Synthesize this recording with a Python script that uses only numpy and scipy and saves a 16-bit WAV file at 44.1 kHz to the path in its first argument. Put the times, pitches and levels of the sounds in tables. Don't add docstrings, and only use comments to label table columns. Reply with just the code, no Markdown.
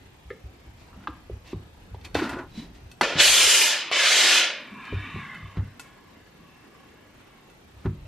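import sys
import numpy as np
from scipy import signal
from scipy.io import wavfile
from scipy.ndimage import uniform_filter1d

SR = 44100
rng = np.random.default_rng(int(sys.argv[2]) if len(sys.argv) > 2 else 0)


def pcm_store(signal):
    levels = np.round(np.clip(np.atleast_2d(signal), -1, 1) * 32767)
    wavfile.write(sys.argv[1], SR, levels.astype(np.int16).T)


N = 355887

# t/s, peak level/dB, most excited f/Hz, rise/s
TABLE_BLOWS = [(0.254, -38, 53.4, 0.0048), (0.437, -31.5, 50, 0.0067), (0.666, -41, 61.9, 0.0092),
               (0.942, -41, 56.5, 0.015), (1.073, -35, 53.8, 0.02), (1.309, -28, 57, 0.0062),
               (1.543, -27, 100, 0.0035), (1.913, -31.5, 71.5, 0.0065), (2.139, -30, 97, 0.0052),
               (3.154, -23, 147, 0.0026), (4.921, -23, 92, 0.0076), (4.944, -22.5, 87.4, 0.011),
               (5.142, -28.5, 162, 0.0052), (5.427, -31.5, 94, 0.0037), (5.57, -18.5, 105, 0.0064),
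               (7.742, -44, 55, 0.015), (7.852, -18, 99, 0.004), (7.929, -38, 114.2, 0.018)]


def steam_jets(mix):
    # treble/dB, roar/dB, f/Hz of the hollow under the plate
    bursts = [(3.016, 0.017, -17.5, 0.046, -27, 3.23, 197.5, 3.24, 0, -6.5, 2630),
              (3.162, 0.042, -8, .07, -13, 3.686, 93.5, 6, 3, -17.5, 2820),
              (3.908, 0.017, -17, 0.18, -10.5, 4.39, 115, 4.75, -8, -17.5, 2630)]
    # f/Hz, density level/dB
    jet_spectrum = [(71, -50.5), (120, -26.5), (156, -26), (203, -23.5), (356, -8), (590, -2.5),
                    (693, -7.5), (1590, -6.5), (1720, -1.5), (1900, -11), (3080, -3), (3700, -7),
                    (6000, -4.5), (12900, -18.5), (14900, -43)]
    # f/Hz, width/Hz, level/dB
    vents = [(1434, 17.098, 3), (1762, 28, -5), (1920, 59, -0.5), (2083, 43, 1.5), (2210, 43, -4),
             (2470, 19, 1), (2700, 38, -6.5), (3060, 42, -7), (3517, 73, -1), (3915, 60, 0),
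             (4330, 21, 3.5), (4620, 27, -0.5), (4990, 23, -1), (6050, 76, -13.5), (7200, 80, -4)]
    ramp_db, knee_s, full_pressure_db = 23, 0.036, -12.5

    def colour(hz, treble_db, roar_db, hollow_hz):
        tilt_db = (treble_db + 8.5) * shelf(hz, 7600) + (roar_db + 13) * (1 - shelf(hz, 1300))
        hollow = resonances([(hollow_hz, 900, 6)], hz, valley_db=-0.24)
        return amp(curve(jet_spectrum, hz) + tilt_db) * resonances(vents, hz, valley_db=-8.5) * hollow
    for start, ramp, first_db, settle, steady_db, shut, decay, end, treble, roar, hollow_hz in bursts:
        t = np.arange(0, end - start, .004)
        open_s = np.maximum(t - ramp, 0)
        db = steady_db + (first_db - steady_db) * np.exp(-open_s / settle)
        db -= ramp_db * np.maximum(1 - t / ramp, 0)
        db -= decay * knee_s * np.logaddexp(0, (t + start - shut) / knee_s)
        slack_db = np.maximum(full_pressure_db - db, 0)
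        wet_db = 16.5 * np.exp(-open_s / .03)
        controls = [treble - 2 * slack_db - wet_db, roar + 0.26 * slack_db, hollow_hz - 9 * slack_db]
        add(mix, start, close_noise(start + t, db, colour, controls, (1500, 6000), 2.5, 0.5))


def sizzle(mix):
    # t/s, level/dB, whistle f/Hz
    boiling = [(4.55, -52, 2300), (4.65, -45, 2320), (4.89, -37, 2405), (5.2, -34.5, 2240),
               (5.36, -40, 2040), (5.56, -46.5, 2030), (5.78, -57, 2100), (5.86, -50, 2210),
               (6.07, -57, 2140), (6.799, -56, 2200), (7.4, -57, 2190), (7.55, -74, 2170)]
    # f/Hz, width/Hz, level/dB
    chamber = [(1091, 130, 6), (1450, 49, 0), (1690, 50, 6.5), (1920, 64, 2), (2703, 66, 4), (3010, 78, -1),
               (3620, 290, -5.5)]

    def colour(hz, centre_hz, whistle_hz, whistle_db):
        cavity = resonances(chamber + [(whistle_hz, 90, whistle_db)], hz, valley_db=-24.5)
        return cavity * amp(-1.8 * np.log2((hz + 1) / centre_hz) ** 2)
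    times, db, whistle_hz = np.transpose(boiling)
    vigour_db = db + 35
    controls = [1850 + 33 * vigour_db, whistle_hz, 10 + 0.2 * vigour_db]
    add(mix, times[0], close_noise(times, db, colour, controls, (900, 4500), 3.5, 0.5))


def clicks(mix):
    # t/s, level/dB, T60/s, relative crack/dB, most excited f/Hz
    snaps = [(2.0128, -41, 0.045, -19, 3110), (2.0482, -30.5, 0.072, -9.5, 2640),
             (2.1454, -18.5, 0.13, -17, 3570), (2.293, -24, 0.092, -11.5, 1490),
             (2.9146, -34.5, 0.06, -6.5, 2570), (3.0106, -4.5, 0.046, -19.5, 1290),
             (3.0135, -13, 0.07, -12, 4300), (3.9143, -15, 0.058, -16.5, 2460),
             (4.852, -33, 0.05, -16, 2520), (5.3449, -31, 0.087, -19, 1650),
             (5.7954, -29, 0.097, -4.5, 1540), (6.8508, -54, 0.041, -27, 3500),
             (7.4993, -43.5, 0.055, -7.5, 1740), (8.0531, -48.5, 0.066, -29, 1450)]
    # f/Hz, level/dB, T60/s
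    shell = [(850, -2.5, .04), (967, -4, 0.0521), (1420, -2, .24), (1980, -7, 0.059), (2617, -0.5, 0.3),
             (3194, -1, 0.03), (3580, 0, 0.046), (4380, 1.5, 0.081), (4930, -4.5, .04), (5750, -1, 0.04)]
    t = np.arange(round(.25 * SR)) / SR
    for start, db, t60, crack_db, centre_hz in snaps:
        white = rng.standard_normal((2, len(t)))
        hiss = bandpass(white[0] + 3.4 * white, (2500, 10000), order=2)
        crack = unit_rms(hiss) * amp(crack_db - 8 - 60 * t / (1.2 * t60))
        click = (struck_modes(shell, centre_hz, t, t60) + crack) * np.minimum(t / 0.00032, 1)
        add(mix, start, amp(db) * in_room(click))


def knocks(mix):
    # t/s, level/dB, low f/Hz, high f/Hz, high share/dB, T60/s, relative crack/dB
    impacts = [(0.303, -26, 403, 1776, -4.5, 0.096, -24), (0.929, -43, 502, 1280, -1, 0.15, -27),
               (1.072, -18.5, 696, 1198, 4, 0.052, -17.5), (1.084, -31, 316, 1178, -14, 0.12, -32),
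               (1.298, -28.5, 375, 802, -22, 0.032, -37), (1.531, -22.5, 377, 832, -13, 0.08, -26.5),
               (1.945, -33, 460, 824, -3, 0.073, -19), (2.152, -8.5, 494, 1750, -8.5, 0.031, -17.5),
               (2.219, -18, 374, 1440, -16, 0.028, -25), (2.367, -27, 366, 1290, -14, 0.059, -28),
               (3.011, -7, 363, 1446, -1.5, 0.046, -13.5), (3.914, -15, 639, 1430, -3, 0.018, -18),
               (4.924, -26.5, 391, 1110, -27, 0.07, -25), (5.159, -31, 328, 800, -10, 0.062, -30),
               (5.57, -30.5, 380, 1300, -10.5, 0.074, -15.5), (7.856, -21.5, 317, 1230, -12, 0.059, -27)]
    t = np.arange(round(.25 * SR)) / SR
    for start, db, low_hz, high_hz, high_db, t60, crack_db in impacts:
        detunings, phases = np.exp(0.1973 * rng.standard_normal((2, 12, 1))), rng.random((2, 12, 1))
        low, high = (np.sin(2 * np.pi * f * t) + 0.55 * np.sin(2 * np.pi * (f * k * t + p)).sum(axis=0)
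                     for f, k, p in zip((low_hz, high_hz), detunings, phases))
        low_gain = np.sqrt(np.clip(1 - amp(high_db) ** 2, .03, 1))
        body = low * low_gain * amp(-60 * t / t60) + high * amp(high_db - 60 * t / (0.71 * t60))
        hiss = bandpass(rng.standard_normal(len(t)), (1800, 4000), order=3)
        crack = unit_rms(hiss) * amp(crack_db - 2 - 60 * t / (1.1 * t60))
        knock = (body / abs(body).max() + crack) * np.minimum(t / 0.000764, 1)
        add(mix, start, amp(db) * in_room(np.array([knock, knock])))


def thumps(mix):
    # f/Hz, level/dB, T60/s
    table_modes = [(65, 3, 0.19), (98.1, 2.5, .25), (131.9, -0.5, 0.14), (150.6, -3, 0.22), (221, -9, 0.19),
                   (307, -8, 0.12)]
    t = np.arange(round(.5 * SR)) / SR
    for start, db, centre_hz, rise in TABLE_BLOWS:
        thump = struck_modes(table_modes, centre_hz, t) * (1 - np.exp(-(t / rise) ** 2))
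        add(mix, start, amp(db) * thump / abs(thump).max())


def cloth_rubs(mix):
    # loudest t/s, rise/s, hold/s, fall/s, level/dB, treble/dB, f/Hz of the sliding body
    strokes = [(.798, 0.052, 0.022, 0.13, -53.5, 9, 2320), (.938, 0.092, 0.073, .03, -55, -23, 1350),
               (1.04, 0.063, .005, 0.027, -45.5, -16, 1410), (1.476, 0.037, 0.053, .01, -44, 0, 2660),
               (2.05, .015, .005, 0.041, -37.5, -0.5, 2450), (2.152, .01, 0.19, 0.079, -24, -11.5, 1450),
               (2.39, .08, 0.0075, 0.081, -30.5, -24, 1470), (2.568, 0.062, .07, 0.09, -41.5, 1, 3950),
               (2.752, 0.037, .01, 0.065, -53.5, 5, 1950), (5.573, 0.026, 0.0055, 0.053, -37, -25, 1320),
               (7.838, 0.1, .01, 0.022, -54, -2, 1500), (7.86, .02, 0.0043, 0.038, -35, -25, 1340)]
    # f/Hz, density level/dB
    cloth = [(180, -31.5), (300, 6), (421, -14), (639, -8), (726, -7.5), (1020, -4), (1250, -11.5),
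             (1450, -11), (1940, -9.5), (3240, -16), (3930, -16.5), (9990, -32.5), (11000, -56),
             (12300, -24), (14000, -44)]

    def colour(hz, treble_db, ring_hz):
        friction = amp(curve(cloth, hz) + (treble_db + 13) * shelf(hz, 2170))
        return friction * resonances([(ring_hz, 80, 12)], hz, valley_db=0.5)
    for top, rise, hold, fall, db, treble_db, ring_hz in strokes:
        times, levels = swell(top, rise, hold, fall, db)
        controls = [treble_db + (levels - db) * (times > top), np.full(4, ring_hz)]
        add(mix, times[0], close_noise(times, levels, colour, controls, (450, 10000), .8, 1.4))


def padding_groans(mix):
    # loudest t/s, rise/s, hold/s, fall/s, level/dB, f/Hz
    pushes = [(.96, 0.039, 0.091, 0.093, -46, 190), (1.084, 0.028, .005, .1, -51, 260),
              (1.552, 0.0098, .005, 0.079, -44, 163), (2.165, .02, .01, .08, -30.5, 256),
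              (2.218, 0.039, .01, 0.15, -26.5, 267), (2.38, 0.086, .01, 0.089, -34, 340),
              (2.574, 0.031, 0.037, .11, -31, 223), (3.022, 0.012, 0.0055, 0.025, -22, 252),
              (3.164, .12, 0.053, .05, -33, 295), (4.72, 0.23, .02, 0.3, -39.5, 228),
              (4.91, 0.023, .005, 0.17, -38.5, 248), (5.09, .15, 0.0046, 0.054, -37.5, 239),
              (5.154, 0.035, .02, 0.19, -32.5, 172), (5.426, .15, 0.009, .16, -41.5, 175),
              (5.6, .02, 0.0082, 0.13, -31, 158), (5.788, 0.064, .005, .09, -46.5, 236),
              (7.87, 0.0097, .005, 0.12, -29, 164)]

    def colour(hz, pitch_hz):
        return 1 / (1 + ((hz - pitch_hz) / 45) ** 2)
    for *movement, pitch_hz in pushes:
        times, levels = swell(*movement)
        add(mix, times[0], close_noise(times, levels, colour, [np.full(4, pitch_hz)], (140, 450), 1, 1.5))


def table_tremble():
    # t/s, level/dB
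    handling = [(0.0, -54), (.3, -53), (2.05, -49), (2.29, -41), (2.63, -48.5), (3.19, -52), (3.3, -37.5),
                (4.07, -73), (4.67, -68), (4.8, -60), (5.85, -54), (6.0, -62), (7.3, -59.5), (7.8, -56.5),
                (8.07, -44)]
    # f/Hz, density level/dB
    rumble_spectrum = [(12, -35), (20, 0.5), (70, 3), (124, -3), (200, -14), (260, -46.5), (440, -120)]
    wake_db, wake_t60 = -21.5, .6
    t = np.arange(N) / SR
    rumble = shaped_noise((0, N / SR), lambda s, hz: amp(curve(rumble_spectrum, hz)), diffuse, 3, 1.5, 2048)
    wake_power = sum((t > start) * amp(db + wake_db - 60 * abs(t - start) / wake_t60) ** 2
                     for start, db, *_ in TABLE_BLOWS)
    hand_power = amp(np.interp(t, *np.transpose(handling))) ** 2
    return np.sqrt(hand_power + wake_power) * unit_rms(rumble)


def room_tone():
    # f/Hz, density level/dB
    air_spectrum = [(53, -32.5), (90, -9), (258, -5), (603, -13.5), (773, -12.5), (1350, -17.5),
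                    (2620, -19), (10000, -34.5), (11800, -38.5), (12600, -50), (16400, -71.5),
                    (22000, -120)]
    air = shaped_noise((0, N / SR), lambda s, hz: amp(curve(air_spectrum, hz)), diffuse, 2, 0.9)
    return amp(-53.5) * unit_rms(air)


def electronics_whine():
    whine_hz, pulse_hz = 13008, 29.97
    t = np.arange(N) / SR
    pulsing = 1 + 0.84 * np.cos(2 * np.pi * (pulse_hz * t + .87))
    return amp(-76) * np.array([[2.2], [-.5]]) * np.sin(2 * np.pi * whine_hz * t) * pulsing


def swell(top, rise, hold, fall, db):
    depth_db, sag_db_per_s = 19.5, 41
    sagged_db = db - sag_db_per_s * hold
    times = top + np.array([-rise, 0, hold, hold + fall])
    return times, np.array([db - depth_db, db, sagged_db, sagged_db - depth_db])


def struck_modes(modes, centre_hz, t, longest_t60=1):
    ring = sum(amp(db - 8.6 * np.log2(f / centre_hz) ** 2 - 60 * t / min(t60, longest_t60))
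               * np.sin(2 * np.pi * f * t) for f, db, t60 in modes)
    return ring / abs(ring).max()


def close_noise(times, db, colour, controls, band_hz, patchy_db, flicker_db):
    def shape(t, hz):
        gain = colour(hz, *(np.interp(t, times, control) for control in controls))
        inside = (hz > band_hz[0]) & (hz < band_hz[1])
        return gain / np.sqrt((inside * gain ** 2).sum(axis=0) * 8 / 3)
    noise = shaped_noise((times[0], times[-1]), shape, near, patchy_db, flicker_db)
    t = np.arange(noise.shape[1]) / SR
    edge_fade = np.minimum(np.minimum(t, t[::-1]) / 0.0016, 1)
    return noise * amp(np.interp(times[0] + t, times, db)) * edge_fade


def shaped_noise(span, shape, coherence, patchy_db, flicker_db, size=1024):
    count, hop = round(span[1] * SR) - round(span[0] * SR), size // 4
    times = span[0] + np.arange(count // hop + 5) * hop / SR
    hz = np.fft.rfftfreq(size, 1 / SR)[:, None]
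    left_re, left_im, other_re, other_im, patches = rng.standard_normal((len(times), len(hz), 5)).T
    patches = unit_rms(uniform_filter1d(uniform_filter1d(patches, size=3, axis=0), size=24, axis=1))
    flicker = unit_rms(uniform_filter1d(rng.standard_normal(len(times)), size=3))
    shared, left = coherence(hz), left_re + 1j * left_im
    right = shared * left + np.sqrt(1 - shared ** 2) * (other_re + 1j * other_im)
    gain = shape(times, hz) * amp(patchy_db * patches + flicker_db * flicker)
    return signal.istft(np.array([left, right]) * gain, nperseg=size, noverlap=size - hop)[1][:, :count]


def near(hz):
    # f/Hz, left-right correlation
    direct_correlation = [(60, 0.9), (99, 1), (160, 1), (270, 1), (440, 1), (720, 1), (1190, 1.0),
                          (1960, 1.0), (3230, 0.94), (5320, 0.51), (8750, -0.24), (14400, -0.97)]
    return np.clip(curve(direct_correlation, hz), -1, 1)


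def diffuse(hz):
    # f/Hz, left-right correlation
    room_correlation = [(60, 1), (150, 0.94), (370, 0.44), (930, 0.27), (2320, -0.0071), (5780, 0.073),
                        (14400, -0.26)]
    return np.clip(curve(room_correlation, hz), -1, 1)


def in_room(dry, t60=0.4):
    t = np.arange(dry.shape[-1]) / SR
    tail = rng.standard_normal((2, len(t))) * amp(-41 - 60 * t / t60) * (t > .003)
    return dry + signal.fftconvolve(dry, tail[:1] + 0.17 * tail, axes=1)[:, :len(t)]


def resonances(peaks, hz, valley_db):
    power = sum(amp(db) ** 2 / (1 + (2 * (hz - f) / width) ** 2) for f, width, db in peaks)
    return np.sqrt(amp(valley_db) ** 2 + power)


def curve(points, hz):
    f, value = np.transpose(points)
    return np.interp(np.log(hz + 1), np.log(f + 1), value)


def shelf(hz, edge_hz):
    return 1 / (1 + (edge_hz / (hz + 1)) ** 4)


def bandpass(x, band_hz, order):
    return signal.sosfilt(signal.butter(order, band_hz, "bandpass", fs=SR, output="sos"), x)


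def amp(db):
    return 10 ** (np.asarray(db) / 20)


def unit_rms(x):
    return x / np.sqrt(np.mean(x ** 2) + 1e-20)


def add(mix, start, sound):
    part = mix[..., round(start * SR):][..., :sound.shape[-1]]
    part += sound[..., :part.shape[-1]]


def scene():
    mix = room_tone() + table_tremble() + electronics_whine()
    for source in (sizzle, steam_jets, cloth_rubs, padding_groans, clicks, knocks, thumps):
        source(mix)
    return mix


def record(dry):
    threshold_db, top_hz = -30.5, 15000
    picked = signal.sosfilt(signal.butter(2, 38, "highpass", fs=SR, output="sos"), dry)
    power = uniform_filter1d((picked ** 2).mean(0), size=17000, origin=6000)
    excess_db = np.maximum(10 * np.log10(abs(power) + 1e-12) - threshold_db, 0)
    bass = signal.sosfiltfilt(signal.butter(2, 130, fs=SR, output="sos"), picked)
    suppressed = picked - bass * (1 - amp(-.9 * excess_db))
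    lowpass = signal.firwin(511, top_hz, window=("kaiser", 9), fs=SR)
    return signal.oaconvolve(suppressed, lowpass[None], "same")


dry = scene()
out = record(dry)
pcm_store(out)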